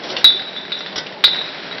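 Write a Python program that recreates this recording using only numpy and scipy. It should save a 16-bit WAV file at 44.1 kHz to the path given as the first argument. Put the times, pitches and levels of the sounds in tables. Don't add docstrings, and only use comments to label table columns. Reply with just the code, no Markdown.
import sys
import numpy as np
from scipy import signal
from scipy.fft import rfft, irfft, next_fast_len
from scipy.io import wavfile
from scipy.ndimage import uniform_filter1d

SR = 44100
rng = np.random.default_rng(int(sys.argv[2]) if len(sys.argv) > 2 else 0)


def materialize(psi):
    bounded = np.clip(np.atleast_2d(psi).T, -1, 1)
    quanta = np.round(bounded * 32767).astype(np.int16)
    wavfile.write(sys.argv[1], SR, quanta)


N = 79380
T = np.arange(N) / SR


def amp(db):
    return 10 ** (np.asarray(db) / 20)


def unit(x):
    return x / np.sqrt(np.mean(x ** 2) + 1e-20)


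def along(points, hz):
    point_hz, values = np.transpose(points)
    return np.interp(np.log(hz + 1), np.log(point_hz + 1), values)


def level(rows):
    return amp(np.interp(T, *np.transpose(rows)))


def fade(t60_s, t=T):
    return np.exp(-np.log(1000) * t / t60_s)


def wobble(per_s):
    knots = rng.standard_normal(size=256)
    return np.interp(T * per_s, np.arange(len(knots)), knots)


def filtered(x, response):
    size = next_fast_len(N + SR // 2)
    return irfft(rfft(x, size) * response(np.fft.rfftfreq(size, 1 / SR)), size)[:N]


def noise(spectrum):
    return unit(filtered(rng.standard_normal(N), lambda hz: amp(along(spectrum, hz))))


def add(track, start_s, sound):
    start = max(0, round(start_s * SR))
    track[start:] += sound[:N - start]


def ticking(spectrum, per_s, t60_s):
    spread_db = 1.8
    hits = (rng.random(N) < per_s / SR) * amp(spread_db * rng.standard_normal(N))
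    return unit(signal.fftconvolve(hits, fade(t60_s))[:N] * noise(spectrum))


def ring(modes, strikes, base_hz=0):
    attack_s, wander_rad = 0.0004, 0.7
    flutter_db, flutter_per_s = 1, 70
    beat_db, beat_per_s = 1.8, 35
    blows = np.zeros(N)
    for start_s, level_db in strikes:
        blows[round(start_s * SR)] += amp(level_db) ** 2
    attack = 1 - np.exp(-T / attack_s)
    out = np.zeros(N)
    for hz, mode_db, t60_s in modes:
        energy = signal.fftconvolve(blows, (fade(t60_s) * attack) ** 2)[:N]
        phase = 2 * np.pi * (base_hz + hz) * T + wander_rad * wobble(flutter_per_s)
        swell_db = flutter_db * wobble(flutter_per_s) + beat_db * wobble(beat_per_s)
        out += np.sqrt(np.abs(energy)) * amp(mode_db + swell_db) * np.sin(phase)
    return out


def room(x, wet_db):
    # frequency_hz, t60_s
    decay_times = [(200, 0.22), (1500, 0.21), (4000, 0.3), (6000, 0.37)]
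    build_up_s = 0.0058
    hz, t, bands = signal.stft(rng.standard_normal(SR), SR, nperseg=256)
    tail = signal.istft(bands * fade(along(decay_times, hz)[:, None], t), SR, nperseg=256)[1]
    tail *= 1 - np.exp(-T[:len(tail)] / build_up_s)
    return x + amp(wet_db) * signal.fftconvolve(x, tail / np.linalg.norm(tail))[:N]


def drive():
    # frequency_hz, level_db
    rush_spectrum = [(25, -51), (60, -28), (110, -11.5), (165, -3.5), (290, -1), (390, -2.5), (650, 0),
                     (1000, -4.5), (1600, -17), (4000, -37.5)]
    # time_s, level_db
    rush_levels = [(0, -36), (.14, -31.5), (.27, -36.5), (.6, -38), (.85, -38), (1.0, -33.5), (1.08, -37),
                   (1.24, -38.5), (1.36, -32.5), (1.48, -36.5), (1.8, -34.5)]
    # pitch_hz, level_db
    tones = [(181, -49), (374, -49.5), (430, -48.5), (606, -50.5)]
    swell_db, wander_rad = 3, 2.28
    hum = np.zeros(N)
    for pitch_hz, level_db in tones:
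        peak = np.sqrt(2) * amp(level_db + swell_db * wobble(per_s=11.55))
        hum += peak * np.sin(2 * np.pi * pitch_hz * T + wander_rad * wobble(per_s=21.79))
    return level(rush_levels) * noise(rush_spectrum) + hum


def chain():
    # frequency_hz, level_db
    spectrum = [(200, -26), (900, -16.5), (1500, 3), (2100, 1.5), (2800, -2.5), (3800, 0), (4600, -5),
                (5700, -11.5)]
    # time_s, level_db
    levels = [(0, -34), (.05, -34), (.2, -33.5), (.45, -35), (.7, -38), (.92, -35.5), (1.04, -35.5),
              (1.2, -38.5), (1.36, -31), (1.55, -33), (1.67, -31.5), (1.8, -35.5)]
    ticks = amp(-4) * ticking(spectrum, per_s=130, t60_s=0.045)
    return level(levels) * (noise(spectrum) + ticks)


def scrape():
    # time_s, level_db
    levels = [(0, -39), (.025, -49), (.037, -21.5), (.075, -29.5), (.103, -21.5), (.13, -21), (.155, -56),
              (.19, -21), (.235, -54), (.3, -72)]
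    # frequency_hz, level_db
    spectrum = [(200, -20.5), (550, 7), (1000, -4), (2500, -9.5), (3400, 1), (4500, -5), (5600, -0.5)]
    return level(levels) * noise(spectrum)


def rails():
    # start_s, rattle_db, snap_db
    clacks = [(0.1013, -20, -30), (0.1665, -18.5, -7.5), (.1718, -19.5, -23.5), (1.0640, -30, -27),
              (1.069, -32, -19)]
    # frequency_hz, level_db
    spectrum = [(100, -20.5), (500, -2), (1500, -7.5), (2200, 3.5), (2800, 7), (3500, 9), (4300, 6),
                (5700, -4.5)]
    out = np.zeros(N)
    for start_s, rattle_db, snap_db in clacks:
        envelope = amp(rattle_db) * fade(t60_s=0.064) + amp(snap_db) * fade(t60_s=0.009)
        add(out, start_s, noise(spectrum) * envelope)
    return room(out, wet_db=-5)


def groans():
    # centre_s, half_width_s, pitch_hz, peak_db
    tones = [(0.116, 0.05, 374, -36), (0.144, 0.0087, 546.5, -24.5), (0.191, 0.022, 500.4, -33),
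             (.359, 0.014, 385, -31), (.415, 0.015, 771, -36), (1.174, 0.0071, 843, -28.5)]
    roughness_rad = 0.22
    out = np.zeros(N)
    for centre_s, half_width_s, pitch_hz, peak_db in tones:
        envelope = amp(peak_db) * np.exp(-((T - centre_s) / half_width_s) ** 2)
        out += envelope * np.sin(2 * np.pi * pitch_hz * T + roughness_rad * wobble(per_s=120))
    return out


def bottles():
    # start_s, knock_db, low_ring_db, middle_ring_db, high_ring_db
    contacts = [(0.2435, -6.5, -20.5, -24.5, 2.5), (0.2486, -13, -8.5, -36, -7.5),
                (0.268, -29, -10.5, -32.5, -28), (0.3047, -22.5, -15.5, -45, -26),
                (0.3245, -25, -17, -44, -25), (0.356, -32, -31, -37.5, -37),
                (0.3955, -20.5, -24.5, -39.5, -45.5), (0.4206, -21, -34, -44.5, -53.5),
                (0.563, -27.5, -22, -53.5, -30), (.652, -24, -47, -54, -47),
                (0.7194, -16.5, -19.5, -22, -24), (.744, -27, -26.5, -42, -39),
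                (0.8069, -20.5, -30, -33, -27.5), (.8620, -22, -25.5, -44.5, -35),
                (1.239, -8.5, -11.5, -11.5, -27.5), (1.2422, -6, -13.5, -10, -21),
                (1.2473, -15, -22, -17.5, -31), (1.269, -22, -33.5, -25, -35),
                (1.2800, -14.5, -36.5, -36, -41), (1.3324, -22.5, -28, -32, -29),
                (1.3462, -18.5, -41.5, -41, -31.5), (1.357, -21.5, -33, -33, -41),
                (1.3860, -35, -29, -21, -28), (1.414, -22.5, -46, -44, -29), (1.4735, -31, -35, -29.5, -48),
                (1.7118, -25, -36.5, -31, -32.5), (1.7832, -20.5, -45.5, -54, -46)]
    # low_hz, middle_hz, high_hz
    pitches = (3564, 3842, 3873)
    # offset_from_pitch_hz, level_db, t60_s
    low_modes = [(2, -2.5, 0.28), (-36, -10.5, 0.35), (3.5, -22, 1), (68, -18, 0.27), (797.5, -20, 0.035),
                 (816, -41.5, 0.54), (-115, -7.5, 0.18)]
    middle_modes = [(3.5, 1, 0.19), (0.5, -14.5, 0.89), (-43, -10, 0.44), (126.5, -15.5, 0.72),
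                    (276, -11, 0.16), (309, -16, 0.46), (535, -15, 0.047), (865, -26.5, 0.061)]
    high_modes = [(-5, 1, 0.097), (9.5, -13.5, 0.58), (-3.5, -32.5, 2.13), (-103, -23, 0.55),
                  (105.5, -26, 0.18), (238.5, -19.5, 0.1), (358, -30.5, 0.56)]
    # frequency_hz, level_db, t60_s
    knock_modes = [(1432, -9.5, 0.053), (1661, -7, 0.024), (1903, -19, 0.041), (2035, -8.5, 0.045),
                   (2745, -13, 0.03), (3090, -15, 0.067)]
    # frequency_hz, level_db
    crack_spectrum = [(30, -29), (200, -18.5), (600, -9), (1000, -7), (1600, -1), (2300, 2), (3000, -16.5),
                      (4000, -1), (4800, -17), (5700, -27.5)]
    # frequency_hz, level_db
    crash_spectrum = [(2000, -23.5), (3000, -8), (3900, 7.5), (4400, 5), (4900, -1), (5700, -20)]
    crack_db, crash_db, crash_db_per_db = 0.5, 1.5, 1.65
    starts_s, knocks_db, *rings_db = np.transpose(contacts)
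    knocks = ring(knock_modes, zip(starts_s, knocks_db))
    for start_s, knock_db in zip(starts_s, knocks_db):
        crack = amp(crack_db + knock_db) * noise(crack_spectrum) * fade(t60_s=0.011)
        crash = amp(crash_db + crash_db_per_db * knock_db) * noise(crash_spectrum) * fade(t60_s=0.09)
        add(knocks, start_s, crack + crash)
    rings = np.zeros(N)
    for pitch_hz, modes, levels_db in zip(pitches, (low_modes, middle_modes, high_modes), rings_db):
        rings += ring(modes, zip(starts_s, levels_db), pitch_hz)
    return room(rings + chatter(rings), wet_db=-9) + room(knocks, wet_db=-10.5)


def chatter(rings):
    # frequency_hz, level_db
    spectrum = [(1500, -20.5), (3000, -8.5), (3600, -2), (4000, 1), (4500, -12), (5700, -12)]
    swing = np.sqrt(np.abs(uniform_filter1d(rings ** 2, size=441)))
    return amp(-17.5) * swing * ticking(spectrum, per_s=240, t60_s=0.03)


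def rasps():
    # start_s, hold_s, hiss_db, ring_db
    bursts = [(0.787, 0.0088, -32.5, -45), (0.958, 0.0095, -16.5, -39.5), (0.979, 0.0098, -17, -28.5)]
    # frequency_hz, level_db
    spectrum = [(200, -16), (800, -7.5), (2700, -9), (3300, 1), (4000, 0.5), (4500, -8.5), (5000, -0.5),
                (5700, -3.5)]
    # frequency_hz, level_db, t60_s
    frame_modes = [(386, 4.5, 0.04), (1503, 2, 0.19), (1960, -4, 0.32), (2175, -1.5, 0.13), (3640, 5, 0.18),
                   (5040, -8.5, 0.21), (5630, 6.5, 0.084)]
    out = ring(frame_modes, [(start_s, ring_db) for start_s, _, _, ring_db in bursts])
    for start_s, hold_s, hiss_db, _ in bursts:
        envelope = fade(t60_s=0.11, t=np.maximum(T - hold_s, 0))
        add(out, start_s, amp(hiss_db) * noise(spectrum) * envelope)
    return room(out, wet_db=-16)


def scene():
    return (bottles() + rails() + rasps() + drive() + groans() + chain() + scrape())[None]


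def record(dry):
    # frequency_hz, gain_db
    output_response = [(6000, 0), (9500, -2.5), (10500, -33), (14000, -8), (17000, -9.5)]
    band_hz, top_hz = 5720, 17000
    knee_exponent, skew = 27, 0.0022
    narrow = filtered(dry[0], lambda hz: 1 / np.sqrt(1 + (hz / band_hz) ** 140))
    clipped = narrow / (1 + np.abs(narrow) ** knee_exponent) ** (1 / knee_exponent)
    lopsided = clipped + skew * clipped ** 2
    return filtered(lopsided, lambda hz: amp(along(output_response, hz)) * (hz < top_hz))[None]


dry = scene()
out = record(dry)
materialize(out)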